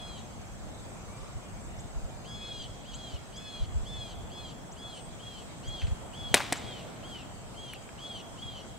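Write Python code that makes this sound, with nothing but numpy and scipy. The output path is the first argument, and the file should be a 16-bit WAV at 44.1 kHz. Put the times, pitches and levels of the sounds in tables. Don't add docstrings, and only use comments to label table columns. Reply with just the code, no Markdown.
import sys
import numpy as np
from scipy import signal
from scipy.fft import rfft, irfft, next_fast_len
from scipy.io import wavfile
from scipy.ndimage import uniform_filter1d, map_coordinates

SR = 44100
rng = np.random.default_rng(int(sys.argv[2]) if len(sys.argv) > 2 else 0)


def unload_audio(sound):
    columns = np.transpose(np.atleast_2d(sound))
    steps = np.round(np.clip(columns, -1, 1) * 32767)
    wavfile.write(sys.argv[1], SR, steps.astype(np.int16))


N = 387198


def amp(db):
    return 10 ** (np.asarray(db) / 20)


def unit_rms(x):
    return x / np.sqrt(np.mean(x ** 2) + 1e-20)


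def at_hz(points, hz):
    knots_hz, values = np.transpose(points)
    return np.interp(np.log(hz + 1), np.log(knots_hz + 1), values)


def timeline(points):
    return np.interp(np.arange(N) / SR, *np.transpose(points))


def bell(t, centre, width):
    return np.exp(-((t - centre) / width) ** 2)


def wobble(rate, size=N):
    knots = rng.standard_normal(int(size * rate / SR) + 4)
    return map_coordinates(knots, [np.arange(size) * rate / SR], mode="nearest")


def filtered(x, response):
    n = x.shape[-1]
    padded = next_fast_len(n + 4096)
    return irfft(rfft(x, padded) * response(np.fft.rfftfreq(padded, 1 / SR)), padded)[..., :n]


def add(track, start_s, sound):
    i = round(start_s * SR)
    part = sound[max(-i, 0):N - i]
    track[max(i, 0):][:len(part)] += part


def band(centre_hz, octaves, size):
    response = lambda f: np.exp(-.5 * (np.log2((f + 1) / centre_hz) / octaves) ** 2)
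    return unit_rms(filtered(rng.standard_normal(size), response))


def tinted(x, spectrum):
    return unit_rms(filtered(x, lambda f: amp(at_hz(spectrum, f))))


def burst(envelope, spectrum):
    n = len(envelope)
    phases = np.angle(rfft(rng.standard_normal(n) * envelope, 2 * n))
    flat = irfft(np.exp(1j * phases))[:n]
    return tinted(flat, spectrum) * np.sqrt(np.mean(envelope ** 2))


def panned(x, pan_db, lag_s):
    sides = np.array([[.5], [-.5]])
    return filtered(x, lambda f: amp(pan_db * sides) * np.exp(-2j * np.pi * f * lag_s * sides))


# frequency in Hz, left-right correlation.
CORRELATION = [(40, -0.62), (80, 0.087), (130, 0.73), (250, 0.15), (500, 0.38), (1000, 0.37), (3000, -0.4),
               (8000, -0.04), (14000, -0.36)]

def rush(spectrum, patchy_db):
    cells = signal.stft(rng.standard_normal((2, N)), nperseg=512)[2]
    patches = uniform_filter1d(rng.standard_normal(cells.shape[1:]), size=5, axis=0)
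    patches = unit_rms(uniform_filter1d(patches, size=14, axis=1))
    pair = signal.istft(cells * amp(patchy_db * patches), nperseg=512)[1][:, :N]
    angle = lambda f: np.arccos(at_hz(CORRELATION, f)) / 2
    mid, side = filtered(pair, lambda f: amp(at_hz(spectrum, f)) * [np.cos(angle(f)), np.sin(angle(f))])
    return np.array([mid + side, mid - side]) / np.std(mid)


# frequency in Hz, t60 in seconds.
TREE_DECAY = [(150, 0.3), (800, 0.22), (3300, 2.35), (8000, 0.64), (14000, 0.06)]

def tree_echo(x, correlation):
    hz, t, cells = signal.stft(rng.standard_normal((2, SR)), SR, nperseg=256)
    envelope = amp(-60 * t / at_hz(TREE_DECAY, hz)[:, None]) * (1 - np.exp(-t / .018))
    tail = signal.istft(cells * envelope, SR, nperseg=256)[1]
    mid, side = signal.fftconvolve(x[None], tail / np.linalg.norm(tail[0]), axes=1)[:, :N]
    angle = np.arccos(correlation) / 2
    return np.cos(angle) * mid + np.sin(angle) * np.array([side, -side])


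# frequency in Hz, relative density in dB.
RUMBLE_SPECTRUM = [(12, -13), (20, -7), (38, 7.5), (65, 2), (113, -2.5), (136, -7), (231, -7), (260, -20),
                   (320, -15), (420, -50), (700, -120)]
HUM_SPECTRUM = [(60, -37), (90, -2.5), (120, -1.5), (170, -4), (230, -3.5), (300, -8), (400, -9.5),
                (500, -9.5), (700, -7), (850, -11), (1050, -14), (1400, -16.5), (2200, -24.5), (4000, -40)]
# time in seconds, relative level in dB.
RUMBLE_LEVELS = [(0.0, -48), (0.8, -50), (1.15, -50), (2.81, -50.5), (3.25, -55), (3.74, -46), (4.35, -54),
                 (5.45, -54), (5.87, -50), (6.09, -51.5), (6.77, -55.5), (7.39, -55), (8.78, -55.5)]
HUM_LEVELS = [(0.0, -49.5), (3.47, -50), (4.28, -49), (5.26, -50), (6.36, -47.5), (6.5, -45.5),
              (7.65, -50.5), (8.26, -49), (8.78, -50.5)]

def breeze(gust_db=1.4):
    rumble_db = timeline(RUMBLE_LEVELS) + .5 + gust_db * wobble(9.9)
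    rumble = amp(rumble_db) * rush(RUMBLE_SPECTRUM, patchy_db=1.5)
    hum = amp(timeline(HUM_LEVELS) + 1) * rush(HUM_SPECTRUM, patchy_db=1.03)
    return rumble + hum


def far_swell(peak_s=1.22, width_s=.24, level_db=-57.5):
    return amp(level_db) * bell(np.arange(N) / SR, peak_s, width_s) * band(1100, .22, N)


# peak time in seconds, relative level in dB, frequency in Hz.
EDDIES = [(1.365, -38, 58), (1.975, -34.5, 47.7), (2.045, -38, 44.7), (3.148, -36.5, 62),
          (3.625, -29, 55.5), (3.688, -40, 84), (3.768, -28.5, 49.4), (3.821, -36, 45.8), (5.686, -36, 59),
          (5.845, -28, 55), (5.889, -35, 80), (5.924, -28.5, 71), (6.315, -35.5, 112), (8.46, -42, 124)]

def eddy_bumps(width_cycles=.87, gain_db=7.5):
    out = np.zeros((2, N))
    for peak_s, db, hz in EDDIES:
        width_s = width_cycles / hz
        reach = int(3 * width_s * SR)
        t = np.arange(-reach, reach) / SR
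        phase = 2 * np.pi * hz * np.cumsum(1 + .42 * wobble(89, len(t))) / SR
        for port, offset_rad in zip(out, (0, 2.3)):
            add(port, peak_s + t[0], amp(db + gain_db) * bell(t, 0, width_s) * np.sin(phase + offset_rad))
    return out


def trill(hz, stroke_hz, spread, sharpness, hold_s, fade_db_per_s):
    strokes = np.cumsum(stroke_hz * (1 + .032 * wobble(1.72))) / SR
    tone = np.sin(2 * np.pi * np.cumsum(hz * (1 + spread * wobble(700))) / SR)
    fade = amp(-fade_db_per_s * np.maximum(np.arange(N) / SR - hold_s, 0))
    return fade * unit_rms(tone * np.abs(np.sin(np.pi * strokes)) ** sharpness)


# frequency in Hz, relative density in dB.
CHORUS_SPECTRUM = [(1200, -16), (2100, 2), (3300, 2), (4500, -1.5), (5500, -2), (6500, 0), (7100, 1.5),
                   (7800, 5.5), (8600, -2), (10000, -10.5), (13000, -19), (15700, -28)]

def insects():
    slow = trill(hz=6340, stroke_hz=17.8, spread=.02, sharpness=4.9, hold_s=2, fade_db_per_s=1.5)
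    fast = trill(hz=7620, stroke_hz=27, spread=.013, sharpness=2.6, hold_s=6.7, fade_db_per_s=11)
    chorus = amp(-59 + .78 * wobble(1.7)) * rush(CHORUS_SPECTRUM, patchy_db=2.5)
    return amp(-69.5) * slow + amp(-68.5) * fast + chorus


def bird_note(length_s, first_hz, last_hz, waver, bend):
    progress = np.linspace(0, 1, int(length_s * SR))
    pitch_hz = last_hz + (first_hz - last_hz) * (1 - progress) ** bend
    pitch_hz *= 1 + waver * wobble(1280, len(progress))
    swell = np.abs(np.sin(np.pi * progress)) ** .5 * amp(1.8 * wobble(65, len(progress)))
    return swell * np.sin(2 * np.pi * np.cumsum(pitch_hz) / SR)


# start in seconds, level in dB.
BIRD_CHIPS = [(1.785, -47.5), (2.935, -43.5), (3.359, -48), (4.715, -49), (5.667, -49), (6.56, -47),
              (7.82, -56), (8.565, -56)]
# start and length in seconds, first and last pitch in Hz, level in dB.
BIRD_WHISTLES = [(.91, 0.13, 2560, 2260, -64), (1.075, 0.12, 2090, 2370, -60.5),
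                 (1.16, 0.087, 4900, 5020, -66), (1.395, .11, 2580, 2410, -64),
                 (1.525, 0.09, 2100, 2360, -67), (2.1, 0.075, 2470, 2360, -62),
                 (4.73, .14, 9600, 8550, -65), (4.935, .17, 8940, 8150, -54),
                 (5.074, 0.12, 2360, 2380, -66)]

def songbirds():
    out = np.zeros(N)
    for start_s, db in BIRD_CHIPS:
        chip = bird_note(length_s=.028, first_hz=4900, last_hz=7600, waver=.055, bend=2.3)
        add(out, start_s, amp(db) * chip)
    for start_s, length_s, first_hz, last_hz, db in BIRD_WHISTLES:
        add(out, start_s, amp(db) * bird_note(length_s, first_hz, last_hz, waver=.0043, bend=3))
    return out


# start in seconds, level in dB,
# centre in Hz, width in octaves, t60 in seconds, relative tick level in dB.
LIGHT_KNOCKS = [(5.817, -41.5, 2300, .7, .1, -18), (5.869, -47, 2300, .7, .12, -20),
                (6.3745, -24.5, 2000, 1, .02, -12), (6.404, -26, 900, .9, .035, -25),
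                (6.463, -38, 2000, .7, .02, -20), (7.145, -54, 1900, 1, .4, -12),
                (7.7353, -34, 2200, .35, .012, -3), (7.8902, -37, 1750, .45, .016, -30)]

def knocks():
    out, t = np.zeros(N), np.arange(SR // 3) / SR
    for start_s, db, hz, octaves, t60_s, tick_db in LIGHT_KNOCKS:
        tick = amp(tick_db - 60 * t / .009) * band(11300, .17, len(t))
        body = amp(-60 * t / t60_s) * band(hz, octaves, len(t))
        add(out, start_s, amp(db) * (body + tick))
    return out


def bending_ping(t, arrival_s=.0039, arrival_hz=8800, return_s=.00817):
    sweep = np.sin(2 * np.pi * arrival_hz * arrival_s ** 2 / (t + 1e-5))
    envelope = bell(t, arrival_s, .00025) + .5 * bell(t, .005, .0011) + .52 * bell(t, return_s, .0008)
    return envelope * sweep


# frequency in Hz, relative density in dB.
RATTLE_SPECTRUM = [(120, -24), (250, -4), (500, -11), (900, -2.5), (2000, -4), (4000, -8), (5000, -12.5),
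                   (8300, -17), (12000, -29), (16000, -33)]

def pole_rattle(t, tap_hz=170, tap_decay_db=18, t60_s=.35):
    taps = np.cumsum(tap_hz * np.exp(.5 * wobble(120, len(t)))) / SR
    noise = rng.standard_normal(len(t))
    tap_db = 1.44 * np.clip(wobble(150, len(t)), -1, 1) - tap_decay_db * (taps % 1)
    chatter = tinted(noise * amp(tap_db), RATTLE_SPECTRUM)
    return amp(-60 * t / t60_s) * (1 - np.exp(-t / .0044)) * chatter


# frequency in Hz, relative density in dB.
CRACK_SPECTRUM = [(60, -35), (130, -5), (300, 2), (500, 3), (800, 1), (1300, -9), (2000, 0.5), (3000, -4),
                  (3900, 0.5), (4900, -15), (6200, -7), (9000, -5), (12500, -16.5), (16000, -27)]
# frequency in Hz, relative level in dB, t60 in seconds.
POLE_MODES = [(183, -7.5, 0.034), (285, -1, 0.028), (487, 0, 0.02), (723, 2, 0.019)]
# start in seconds, level in dB, relative thud, ping and rattle levels in dB.
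POLE_BLOWS = [(6.3425, -6, -7.5, -2.5, -20), (6.5245, -19, 4, 2.5, -19)]

def flagstick(lead_s=.00192, smack_hz=1900):
    out, t = np.zeros(N), np.arange(SR // 2) / SR
    decay = lambda t60_s: amp(-60 * t / t60_s)
    modes = sum(amp(db) * decay(t60_s) * np.sin(2 * np.pi * hz * t) for hz, db, t60_s in POLE_MODES)
    thud = modes * (1 - np.exp(-t / .0027))
    smack = amp(6) * decay(.0021) * np.sin(2 * np.pi * smack_hz * t)
    for start_s, db, thud_db, ping_db, rattle_db in POLE_BLOWS:
        crack = burst(decay(.0072) + .19 * decay(.052), CRACK_SPECTRUM)
        shaft = amp(ping_db) * bending_ping(t) + amp(rattle_db) * pole_rattle(t)
        add(out, start_s - lead_s, amp(db + thud_db) * thud)
        add(out, start_s, amp(db) * (crack + smack + shaft))
    return out


# frequency in Hz, relative gain in dB.
THROAT_RESPONSE = [(800, -80), (1700, -6), (2500, -2), (3350, 9.5), (4200, 5), (5100, -3), (6000, -21),
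                   (6800, 3), (7600, -21), (8500, -17), (10000, -24)]

def syrinx_partials(pitch_hz, phase, split, unsteady, side_db, overtone_db, slip_rad=.12):
    n = len(phase)
    out = np.zeros(n)
    for multiple in np.r_[4:8, 9:25] / 8:
        if multiple % 1 == 0:
            gain = (2 - split) * amp(overtone_db)
        elif multiple % .5 == 0:
            gain = (2 - split) * amp(side_db - 1.5)
        elif multiple % .25 == 0:
            gain = split * amp(side_db)
        else:
            gain = split * amp(-9 + .18 * side_db - 52 * abs(np.log2(multiple)))
        throat_db = at_hz(THROAT_RESPONSE, multiple * pitch_hz)
        gain *= amp(throat_db + 3.5 * wobble(25.7, n) - 2 * unsteady - 6.5)
        out += gain * np.sin(multiple * phase + rng.uniform(0, 2 * np.pi) + slip_rad * wobble(250, n))
    return out


# multiple of the pitch, relative level in dB.
RASP_BANDS = [(1, -3), (1.4, -7.5), (1.95, -11)]

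def syrinx_rasp(phase, unsteady, gain_db=-4.5):
    n = len(phase)
    out = np.zeros(n)
    sputter_db = 2 * wobble(178, n)
    for multiple, db in RASP_BANDS:
        beating = wobble(800, n) * np.sin(multiple * phase) + wobble(800, n) * np.cos(multiple * phase)
        out += amp(gain_db + db + sputter_db) * (unsteady + .17) * beating
    return out


# time in seconds, relative side-tone level
# in dB, closing fall as a share of the pitch.
SCREAM_TREND = [(0, -6.5, 0.12), (2.2, -9.5, .10), (2.8, -9.5, 0.15), (3.3, -6.5, 0.094), (3.9, -6.5, 0.14),
                (4.8, -11.5, .16), (5.8, -16.5, 0.0944), (7, -18, .24), (8.4, -16, 0.13)]
# start and length in seconds, crest time as a share of the length,
# crest pitch in Hz, relative scream and overtone levels in dB.
SCREAMS = [(-.14, 0.37, 0.37, 3370, -51.5, -9), (2.239, 0.44, 0.55, 3358, -44.5, -13.5),
           (2.84, 0.35, 0.4, 3330, -49.5, -12), (3.32, 0.35, 0.39, 3393, -48.5, -16),
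           (3.841, 0.31, 0.22, 3466, -47.5, -24), (4.294, 0.24, 0.39, 3406, -49, -19),
           (4.756, 0.26, 0.38, 3394, -49, -24), (5.178, 0.26, 0.36, 3290, -49.5, -25),
           (5.623, 0.24, 0.39, 3315, -45.5, -22), (6.124, 0.26, 0.35, 3394, -45.5, -29),
           (6.602, .235, 0.25, 3315, -49, -20), (7.022, .22, 0.24, 3294, -48.5, -20),
           (7.538, 0.24, 0.38, 3270, -47.5, -6), (7.973, 0.25, 0.38, 3360, -44.5, -27),
           (8.367, 0.26, 0.3, 3300, -46.5, -25)]

def hawk(scoop=.28, arch=.059, crack_at_s=2.94, crack_drop=.075, flutter_db=3, push_db=4):
    out = np.zeros(N)
    trend_s, trend_db, trend_fall = np.transpose(SCREAM_TREND)
    for start_s, length_s, crest_share, crest_hz, db, overtone_db in SCREAMS:
        side_db, fall = np.interp(start_s, trend_s, trend_db), np.interp(start_s, trend_s, trend_fall)
        n, crest_s = int(length_s * SR), crest_share * length_s
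        t = np.arange(n) / SR
        left_s = length_s - t
        crack = bell(start_s + t, crack_at_s, .0175)
        unsteady = np.exp(-t / .032) + crack + 1 / (1 + np.exp((left_s - .06) / .015))
        onset_dip = scoop * np.exp(-t / .012) + arch * np.clip(1 - t / min(crest_s, .1), 0, 1) ** 2
        sag = fall * np.clip((t - crest_s) / (length_s - crest_s), 0, 1) ** 1.7
        jitter = .0043 * wobble(198.5, n) + .004 * wobble(35.3, n) + .031 * unsteady * wobble(900, n)
        pitch_hz = crest_hz * (1 - onset_dip - sag - crack_drop * crack) * (1 + jitter)
        phase = 2 * np.pi * np.cumsum(pitch_hz) / SR
        split = np.clip(t / (.36 * length_s), 0, 1) ** 2
        voice = np.sin(phase) * amp(flutter_db * wobble(67.8, n) - 3.8 * unsteady)
        voice += syrinx_partials(pitch_hz, phase, split, unsteady, side_db, overtone_db)
        voice += syrinx_rasp(phase, unsteady)
        push = amp(push_db * (bell(t, crest_s + .096 * length_s, .17) - 1))
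        gate = (1 - np.exp(-t / .026)) * (1 - np.exp(-left_s / .02))
        add(out, start_s, amp(db + 3) * push * gate * voice)
    return out


def scene():
    screams, notes, hits = hawk(), songbirds(), flagstick() + knocks()
    birds = panned(screams + notes, pan_db=1, lag_s=18e-6)
    close_hits = panned(hits, pan_db=1.6, lag_s=8e-6)
    echoes = amp(-18) * tree_echo(screams, correlation=.5)
    echoes += amp(-10) * tree_echo(notes, correlation=.5)
    echoes += amp(-21) * tree_echo(hits, correlation=.77)
    background = insects() + breeze() + eddy_bumps() + far_swell()
    return background + echoes + close_hits + birds


def record(dry, top_hz=15750):
    return filtered(np.clip(dry, -1, 1), lambda f: f < top_hz)


dry = scene()
out = record(dry)
unload_audio(out)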